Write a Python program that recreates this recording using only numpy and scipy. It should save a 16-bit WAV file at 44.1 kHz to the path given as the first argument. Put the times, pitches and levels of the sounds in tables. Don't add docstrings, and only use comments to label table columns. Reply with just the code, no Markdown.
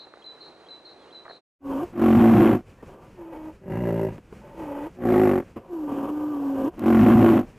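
import sys
import numpy as np
from scipy import signal
from scipy.fft import rfft, irfft
from scipy.io import wavfile
from scipy.ndimage import uniform_filter1d

SR = 44100
rng = np.random.default_rng(int(sys.argv[2]) if len(sys.argv) > 2 else 0)


def file_out(sig):
    cols = np.atleast_2d(sig).T
    lim = np.clip(cols, -1, 1)
    pcm = np.round(lim * 32767).astype(np.int16)
    wavfile.write(sys.argv[1], SR, pcm)


N = 334278
T = np.arange(N) / SR


def amp(db):
    return 10 ** (np.asarray(db) / 20)


def evened(x):
    return x / np.sqrt(np.mean(x ** 2) + 1e-20)


def steadied(x, size=1700):
    power = uniform_filter1d(uniform_filter1d(x ** 2, size), size // 2)
    return x / np.sqrt(abs(power) + 1e-14)


def curve(rows, t):
    s, *columns = np.transpose(rows)
    return [np.interp(t, s, c) for c in columns]


def span(rows):
    return np.arange(rows[0][0], rows[-1][0], 1 / SR)


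def add(mix, s, sound):
    start = round(s * SR)
    sound = sound[max(-start, 0):]
    part = mix[max(start, 0):][:len(sound)]
    part += sound[:len(part)]


def band(x, lo_hz, hi_hz):
    sos = signal.butter(4, [lo_hz, min(hi_hz, .49 * SR)], "band", fs=SR, output="sos")
    return signal.sosfiltfilt(sos, x)


def wobble(count, hz):
    rolloff = 1 + (np.fft.rfftfreq(count, 1 / SR) / hz) ** 4
    return evened(irfft(rfft(rng.standard_normal(count)) / rolloff, count))


def colour(x, points, peaks=(), size=8192):
    hz, (f, db) = np.fft.rfftfreq(size, 1 / SR), np.transpose(points)
    gain = amp(np.interp(np.log(hz + 1), np.log(f + 1), np.maximum(db, -100)))
    for centre, width, height in peaks:
        gain = gain * (1 + amp(height) / (1 + (2 * (hz - centre) / width) ** 2))
    log_gain = np.log(np.r_[gain, gain[-2:0:-1]])
    taps = np.fft.ifft(np.exp(np.conj(signal.hilbert(log_gain)))).real[:size // 2]
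    return signal.fftconvolve(x, taps)[:len(x)]


def resonate(x, hz, width):
    return signal.lfilter(*signal.iirpeak(hz, hz / width, fs=SR), x)


def sweep(x, hz, width):
    turn, r = np.exp(2j * np.pi * np.cumsum(hz) / SR), np.exp(-np.pi * width / SR)
    return 2 * (turn * signal.lfilter([1 - r], [1, -r], x / turn)).real


def envelope(t, attack_s, release_s, depth_db):
    attack = np.maximum(1 - (t - t[0]) / attack_s, 0)
    release = np.maximum(1 - (t[-1] - t) / release_s, 0)
    return -depth_db * (attack + release)


def late_left(x, lag_s, edge_hz=5000):
    hz = np.fft.rfftfreq(N, 1 / SR)
    turns = lag_s * hz / (1 + (hz / edge_hz) ** 6)
    return np.array([irfft(rfft(x[0]) * np.exp(-2j * np.pi * turns), N), x[1]])


# f/Hz, relative level/dB
YARD_WASH = [(24, -59), (40, -20), (207, -8.5), (337, 0.5), (487, -0.5), (1180, -7.5), (1830, -14),
             (3550, -21.5), (4010, -9), (4650, -26.5), (9930, -37.5), (13000, -54), (14000, -65)]
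PEN_WASH = [(15, -35), (25, -3), (224, -7), (293, -12), (488, -13.5), (709, -22), (1090, -24), (1630, -26),
            (1810, -29), (2560, -28), (3630, -39.5), (6900, -40.5), (15000, -52.5)]


def ambience(shape, db, swell_db):
    return amp(db + swell_db * wobble(N, 8.4)) * evened(colour(rng.standard_normal(N), shape))


# t/s, f/Hz, level/dB
FAR_WHISTLE = [(.97, 3600, -75), (1.035, 3310, -62), (1.055, 2790, -76), (1.09, 2910, -62),
               (1.11, 2840, -78)]


def far_bird():
    t, mix = span(FAR_WHISTLE), np.zeros(N)
    hz, db = curve(FAR_WHISTLE, t)
    tone = np.sin(2 * np.pi * np.cumsum(hz) / SR)
    add(mix, t[0], amp(db) * tone * signal.windows.tukey(len(t), .2))
    return mix


# t/s, level/dB before the goose trim, throat f/Hz
CLUCKS = [(0.07, -42.5, 816), (0.138, -38.5, 1320), (0.172, -44, 721), (1.253, -38.5, 1500),
          (1.263, -38, 610), (1.28, -38, 630), (1.297, -37.5, 737), (1.308, -36.5, 916), (1.332, -53, 577)]
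# f/Hz, width/Hz, level/dB
BILL = [(740, 470, -7), (1310, 340, -7), (1750, 350, -9)]


def goose(trim_db=-4):
    mix, t = np.zeros(N), T[:SR // 25]
    for s, db, throat_hz in CLUCKS:
        pulse = rng.standard_normal(len(t)) * np.exp(-t / .003)
        resonances = BILL + [(throat_hz, 300, -3)]
        ring = sum(amp(height) * resonate(pulse, f, width) for f, width, height in resonances)
        ring = band(ring, 270, 1820)
        ring = ring / np.std(ring[:260])
        add(mix, s, amp(db + trim_db) * ring * signal.windows.tukey(len(t), .04))
    return mix


# t/s after its start, length/s, first f/Hz, settled f/Hz, level/dB, buzz/rad
NOTES = [(0, 0.013, 3160, 3300, -45.5, 0), (0.02, .022, 3980, 4030, -38.5, 0),
         (0.037, 0.074, 4230, 3980, -33, .05), (0.07, 0.079, 4060, 3990, -46.5, 0.12),
         (0.18, 0.1, 4480, 4086, -38, 0.71)]
# t/s, level/dB added to its notes
PHRASES = [(-.221, -1), (0.221, -4), (0.665, -5.5), (1.106, -7)]


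def bird(echo_db=-9, echo_t60=1.0, buzz_hz=235, fade_db=9):
    song = np.zeros(N)
    for start, phrase_db in PHRASES:
        for delay, length, first_hz, settled_hz, db, buzz in NOTES:
            t = np.arange(0, length, 1 / SR)
            depth = buzz * (1 - np.exp(-t / 0.011))
            hz = settled_hz + (first_hz - settled_hz) * np.exp(-t / 0.0066)
            hz = hz + depth * 70 * wobble(len(t), 260)
            trill = np.sin(2 * np.pi * buzz_hz * t + 0.47 * wobble(len(t), 40))
            note = np.sin(2 * np.pi * np.cumsum(hz) / SR + depth * trill)
            note = note * signal.windows.tukey(len(t), .25)
            add(song, start + delay, amp(db + phrase_db - fade_db * t / length) * note)
    t = T[:SR // 2]
    tails = rng.standard_normal((2, len(t))) * amp(-60 * t / echo_t60)
    echo = signal.fftconvolve(song[None], tails / np.linalg.norm(tails[0]), axes=1)[:, :N]
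    return song * amp([[.4], [-.4]]) + amp(echo_db) * echo


# t/s, length/s, f/Hz, level/dB
NOSE_WHISTLE = (2.772, .05, 1850, -62)


def nose_whistle(s, length, hz, db):
    t = np.arange(0, length, 1 / SR)
    squeak = evened(resonate(rng.standard_normal(len(t)), hz, 25))
    return s, amp(db) * squeak * signal.windows.tukey(len(t), .4)


# t/s, tick level/dB, body level/dB
SMACKS = [(1.931, -62, -59), (4.181, -82, -29.5), (6.794, -37, -24)]


def smacks():
    mix, t = np.zeros(N), T[:SR // 100]
    for s, tick_db, body_db in SMACKS:
        click = rng.standard_normal(len(t)) * np.exp(-t / 0.0012)
        add(mix, s, amp(tick_db) * click + amp(body_db) * band(click, 230, 2600))
    return mix


# t/s, level/dB before make-up gain and envelope, resonance f/Hz, decay/s
SNUFFLES = [(2.824, -41.5, 425, 0.0092), (4.18, -40, 370, 0.0051), (4.324, -39, 406, 0.0057),
            (5.56, -38, 326, 0.017)]
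# f/Hz, level/dB
SNUFFLE_COLOUR = [(47, -23), (80, -8), (360, -6.5), (638, -14.5), (1190, -19), (1650, -32), (2870, -33.5),
                  (4280, -57), (5000, -46), (6500, -80), (11000, -120)]


def snuffle(s, db, hz, decay):
    t = np.arange(SR // 8) / SR
    puff = colour(rng.standard_normal(len(t)), SNUFFLE_COLOUR, [(hz, 70, 5)])
    shape = (1 - np.exp(-t / 0.0049)) * np.exp(-t / decay)
    return s, amp(db + 12.5) * steadied(puff) * shape


# f/Hz, level/dB
MUZZLE = [(40, -35.5), (130, 1.5), (220, -5.5), (340, 3), (450, 3), (540, 5), (640, -4), (980, -3),
          (1200, -10), (1330, -14), (1500, -11), (2030, -26.5), (3010, -21), (4240, -44.5), (7000, -40.5)]
MUZZLE_PEAKS = {"shut": [(378, 44, 0), (536, 18, 1), (753, 50, 5.5), (980, 120, -2), (1160, 66, 5.5),
                (1493, 39, -7), (2640, 37, -11)], "parted": [(579, 49, 2.5), (878, 78, 7), (1240, 78, -6.5),
                (1940, 150, 8), (2240, 53, 9), (2500, 100, 5.5)]}


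def airflow(db, lips, flutter_db=1.2):
    uneven = rng.standard_normal(len(db)) * amp(flutter_db * wobble(len(db), 65))
    air = colour(uneven, MUZZLE, MUZZLE_PEAKS[lips])
    air = air + 0.16 * np.roll(air, round(0.00315 * SR))
    air /= np.std(band(air, 317, 3500))
    return amp(db) * air * signal.windows.tukey(len(db), .03)


# t/s,
# length/s, level/dB before envelope and fade, lips
GUSTS = [(1.848, 0.091, -49.5, "shut"), (2.592, 0.091, -61, "shut"), (2.77, .08, -55.5, "shut"),
         (2.863, 0.27, -47.5, "shut"), (4.411, 0.31, -45.5, "parted"), (5.589, 0.16, -50.5, "shut"),
         (6.705, 0.049, -42.5, "shut"), (7.44, 0.12, -60, "shut")]
GUST_ATTACK_S, GUST_RELEASE_S, GUST_DEPTH_DB, GUST_FADE_DB_PER_S = 0.034, 0.053, 9, 25


def gust(length, db, lips):
    t = np.arange(0, length, 1 / SR)
    shape_db = envelope(t, GUST_ATTACK_S, GUST_RELEASE_S, GUST_DEPTH_DB)
    return airflow(db + shape_db - GUST_FADE_DB_PER_S * t, lips)


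# t/s, length/s, tone level/dB and overtone level/dB and air level/dB before movement, lips
WHINES = [(1.604, .26, -26.5, -9.5, -37.5, "shut"), (3.139, 0.393, -40.5, -8, -48, "parted"),
          (4.545, 0.355, -36, -8.5, -38.5, "parted"), (5.68, 1.03, -28, -14, -40.5, "shut")]
# t/s, f/Hz
SHORT_WHINE_PITCH = [
    [(1.62, 280.2), (1.774, 269.1), (1.812, 296.6), (1.83, 355), (1.85, 350)],
    [(3.165, 369), (3.241, 326.8), (3.317, 332), (3.345, 313), (3.52, 313)],
    [(4.598, 329.7), (4.672, 294), (4.726, 283.8), (4.84, 291.8), (4.89, 352)],
]
LONG_WHINE_PITCH = [(5.7, 364.3), (5.784, 316), (5.898, 283.6), (6.02, 278.6), (6.11, 299.6), (6.292, 301),
                    (6.38, 283.1), (6.634, 266), (6.67, 284.2), (6.69, 344), (6.71, 354)]
# t/s, length/s, added roughness (0-1)
BREAKS = [(1.7, 0.054, 0.38), (1.758, 0.087, 0.25), (3.318, 0.065, 0.7), (5.875, 0.236, 0.76),
          (6.55, 0.15, 0.34)]
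WHINE_ROUGH, BREAK_EDGE_S = 0.17, 0.0083
BREAK_AIR_DB = 9.5
WHINE_ATTACK_S, WHINE_RELEASE_S, WHINE_DEPTH_DB = 0.053, 0.03, 18.5
TONE_SWELL_DB_PER_S, AIR_SWELL_DB_PER_S = 5.5, 8
WHINE_WAVER_DB, OVERTONE_FLICKER_DB = 0.6, 3


def whine(pitch, start, length, tone_db, overtone_db, air_db, lips, count=6):
    t = start + np.arange(0, length, 1 / SR)
    hz, = curve(pitch, t)
    push_db = envelope(t, WHINE_ATTACK_S, WHINE_RELEASE_S, WHINE_DEPTH_DB)
    from_middle = t - t.mean()
    broken = sum(depth * np.clip(np.minimum(t - s, s + lasts - t) / BREAK_EDGE_S, 0, 1)
                 for s, lasts, depth in BREAKS)
    rough = np.clip(WHINE_ROUGH + broken, 0, 1)
    phase = 2 * np.pi * np.cumsum(hz * (1 + 0.0039 * wobble(len(t), 46))) / SR
    phase = phase + 0.51 * rough * wobble(len(t), 70)
    tone = np.sin(phase)
    for k in range(2, count):
        gain = sum(amp(height) / (1 + (2 * (k * hz - centre) / width) ** 2)
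                   for centre, width, height in MUZZLE_PEAKS[lips])
        flicker = amp(overtone_db + OVERTONE_FLICKER_DB * wobble(len(t), 4.2))
        tone = tone + gain / (k - 1) * flicker * np.sin(k * phase)
    flutter_db = 5.0 * rough * wobble(len(t), 66) - 2.1 * rough
    flutter = amp(flutter_db + WHINE_WAVER_DB * wobble(len(t), 7.2))
    tone = np.sqrt(2) * amp(tone_db + push_db + TONE_SWELL_DB_PER_S * from_middle) * tone * flutter
    air = airflow(air_db + push_db + AIR_SWELL_DB_PER_S * from_middle + BREAK_AIR_DB * broken, lips)
    return start, tone * signal.windows.tukey(len(t), .03) + air


GRUNT_ATTACK_S, GRUNT_DEPTH_DB, GRUNT_ARCH_DB = .11, 22, 11
CHEST_PER_OPENING_DB, MOUTH_PER_OPENING_DB, RASP_PER_OPENING_DB = -1.5, 6.5, 2
SQUEAL_HZ, SQUEAL_FALL_HZ, SQUEAL_WANDER_HZ, SQUEAL_WIDTH_HZ = 715, 99, 45, 30


def grunt(length, release_s, levels_db, moves, throat, peaks, puff_s, leak, rasp_share, spit_db, rebound_db,
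          lag_hz, squeal_db, jitter=.08, shimmer_db=3):
    t = np.arange(0, length, 1 / SR)
    rate, rough, opening = curve(moves, t)
    rough = np.clip(rough, 0, 1)
    effort_db = envelope(t, GRUNT_ATTACK_S, release_s, GRUNT_DEPTH_DB)
    effort_db = effort_db - GRUNT_ARCH_DB * (2 * t / length - 1) ** 2
    slopes = CHEST_PER_OPENING_DB, MOUTH_PER_OPENING_DB, RASP_PER_OPENING_DB
    chest_db, mouth_db, rasp_db = (db + effort_db + slope * opening for db, slope in zip(levels_db, slopes))
    turns = np.cumsum(rate) / SR + jitter * rough * wobble(len(t), 43.2)
    age = (turns % 1) / rate
    ticks = np.diff(np.floor(turns), prepend=-1)
    flaps = evened(ticks * amp(shimmer_db * rough * wobble(len(t), 52)))
    gap = leak * rough + np.exp(-age / puff_s)
    puffs = evened(gap * rng.standard_normal(len(t)))
    spit = evened(gap * rng.standard_normal(len(t)) * (rng.random(len(t)) < 700 / SR))
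    voice = colour(flaps + rough * puffs, throat, peaks)
    voice = voice - 2 * resonate(voice, lag_hz, 125)
    rebound = np.roll(flaps, round(.0068 * SR)) * amp(rebound_db + 3.0 * wobble(len(t), 60))
    slaps = colour(flaps + rebound, [(1200, 0.0), (3500, -18.5)])
    share = np.clip(rasp_share, 0, .75)
    rasp = colour((1 - share) * slaps + share * puffs + amp(spit_db) * rough * spit, throat, peaks)
    squeal_hz = SQUEAL_HZ - SQUEAL_FALL_HZ * opening + SQUEAL_WANDER_HZ * wobble(len(t), 12)
    rasp = rasp + amp(squeal_db) * rough * sweep(rasp, squeal_hz, SQUEAL_WIDTH_HZ)
    sound = amp(chest_db) * steadied(band(voice, 25, 279))
    sound += amp(mouth_db) * steadied(band(voice, 289, 599))
    sound += amp(rasp_db) * steadied(band(rasp, 568, 5500))
    return sound * signal.windows.tukey(len(t), .04)


# t/s, length/s, release/s, then chest, mouth and rasp level/dB before effort and opening, voice
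GRUNTS = [(1.92, 0.7, 0.069, -13.5, -18, -25, "bellow"), (3.596, 0.62, 0.13, -27.5, -29, -34.5, "low"),
          (4.953, .49, 0.05, -21, -18.5, -26.5, "open"), (6.763, 0.7, 0.069, -13, -18, -25, "bellow")]
# f/Hz, level/dB
BELLOW_THROAT = [(26, -38), (45, -29), (76, -17), (107, -8), (177, -16.5), (227, 0.5), (286, -12.5),
                 (340, -11), (429, -28), (721, -16), (892, -24), (1100, -21.5), (1190, -26.5), (2670, -37),
                 (4500, -57), (5850, -78), (9900, -120)]
LOW_THROAT = [(26, -69), (45, -11), (80, -2), (101, 3.5), (135, 1), (167, 2.5), (303, 0.5), (382, 11.5),
              (421, 0), (607, 6.5), (668, -14), (963, -7.5), (1100, -20), (1970, -21.5), (4500, -48.5),
              (5850, -95), (9900, -120)]
OPEN_THROAT = [(26, -67), (45, -28), (101, -14), (180, -15), (250, -2), (292, -13), (368, 2.5), (446, -13),
               (530, -10), (643, -21), (736, -12.5), (963, -26), (1930, -29), (2160, -32), (4500, -57.5),
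               (5850, -68), (9900, -120)]
# f/Hz, width/Hz, level/dB
BELLOW_PEAKS = [(237, 43, 1.5), (360, 57, 1), (734, 23, -5), (1108, 29, -1.5), (1420, 86, -3),
                (3080, 570, -8)]
LOW_PEAKS = [(170, 15, -3.5), (386, 12, 3), (616, 48, -23), (764, 46, 1), (980, 83, -16), (1646, 69, 3),
             (1980, 86, 2), (2790, 180, 10)]
OPEN_PEAKS = [(270, 19, -1), (368, 44, 0.5), (556, 62, -1.5), (740, 110, -10.5), (1124, 70, 3)]
# t/s into the grunt, flap f/Hz, roughness (0-1), mouth opening (about -1 to 1)
BELLOW_MOVES = [(0, 56, 0.77, 1), (.12, 45.5, .18, 0.63), (.225, 44.4, 0.11, -0.37), (.26, 58, 0.71, -1.34),
                (.32, 56.3, 0.43, 0.54), (.39, 56.5, .58, -0.83), (.5, 53.5, .85, 1),
                (.6, 55.3, 0.77, 0.69), (.67, 48.5, 0.4, 0.18)]
LOW_MOVES = [(.06, 47.45, 0.65, -0.2), (.12, 54.6, 0.55, -.5), (.16, 54.52, 0.27, -.5),
             (.195, 63.57, 0.28, -1.4), (.29, 56.4, 0.07, 0.28), (.37, 56.5, .08, -.4),
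             (.45, 55.15, 0.076, 1), (.52, 53.5, 0.43, -1.4)]
OPEN_MOVES = [(.06, 60.25, 0.41, -0.64), (.125, 59.63, 0.15, -0.58), (.185, 53.3, 0.17, -0.13),
              (.3, 52.27, 0.19, 0.1), (.365, 48.2, .11, -.2), (.435, 43.5, 0.15, -0.088)]


def grunts():
    mix = np.zeros(N)
    voices = {
        "bellow": dict(moves=BELLOW_MOVES, throat=BELLOW_THROAT, peaks=BELLOW_PEAKS, puff_s=0.0085, leak=1.0,
                       rasp_share=0.68, spit_db=-1.0, rebound_db=0, lag_hz=253, squeal_db=-1),
        "low": dict(moves=LOW_MOVES, throat=LOW_THROAT, peaks=LOW_PEAKS, puff_s=0.0097, leak=.6,
                    rasp_share=0.59, spit_db=3, rebound_db=-16, lag_hz=146, squeal_db=-1),
        "open": dict(moves=OPEN_MOVES, throat=OPEN_THROAT, peaks=OPEN_PEAKS, puff_s=0.0078, leak=0.86,
                     rasp_share=0.68, spit_db=-11, rebound_db=-9, lag_hz=243, squeal_db=-3)}
    for s, length, release_s, *levels_db, voice in GRUNTS:
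        add(mix, s, grunt(length, release_s, levels_db, **voices[voice]))
    return mix


# f/Hz, level/dB
HISS = [(2500, -36), (3800, 1), (6000, 2), (10000, -11.5), (15000, -23)]


def animal(hiss_db=-42):
    mix = grunts() + smacks()
    for pitch, row in zip([*SHORT_WHINE_PITCH, LONG_WHINE_PITCH], WHINES):
        add(mix, *whine(pitch, *row))
    for s, *row in GUSTS:
        add(mix, s, gust(*row))
    for row in SNUFFLES:
        add(mix, *snuffle(*row))
    add(mix, *nose_whistle(*NOSE_WHISTLE))
    hiss = evened(colour(rng.standard_normal(N), HISS))
    return mix + amp(hiss_db) * mix * hiss


# f/Hz, and in the same order level/dB
MIRROR_HZ = (12100, 7830)
MIRROR_DB = (-15.5, -24.5)


def sheen(x):
    carriers = sum(2 * amp(db) * np.cos(2 * np.pi * hz * T) for hz, db in zip(MIRROR_HZ, MIRROR_DB))
    return x + np.gradient(x) * carriers


# t/s, gain (linear)
YARD_FADER = [(0, 1), (1.37, 1), (1.41, 0)]
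PEN_FADER = [(1.59, 0), (1.72, 1), (7.58, 1)]


def scene():
    breeze = np.array([ambience(YARD_WASH, -67, 0.58) for _ in range(2)])
    ground = goose() + ambience(YARD_WASH, -52.8, 1.0) + breeze
    ground = ground * amp([[-.8], [.8]])
    yard = late_left(bird() + far_bird(), 1.5e-5) + late_left(ground, 7e-5)
    pen = sheen(animal()) + ambience(PEN_WASH, -51, 2.9)
    return yard * curve(YARD_FADER, T)[0] + pen * curve(PEN_FADER, T)[0]


def record(dry, ceiling=0.44):
    soft = dry / (1 + (dry / ceiling) ** 4) ** (1 / 4)
    low_pass = signal.firwin(511, 15600, window=("kaiser", 9), fs=SR)
    return signal.oaconvolve(soft, low_pass[None], "same")


dry = scene()
out = record(dry)
file_out(out)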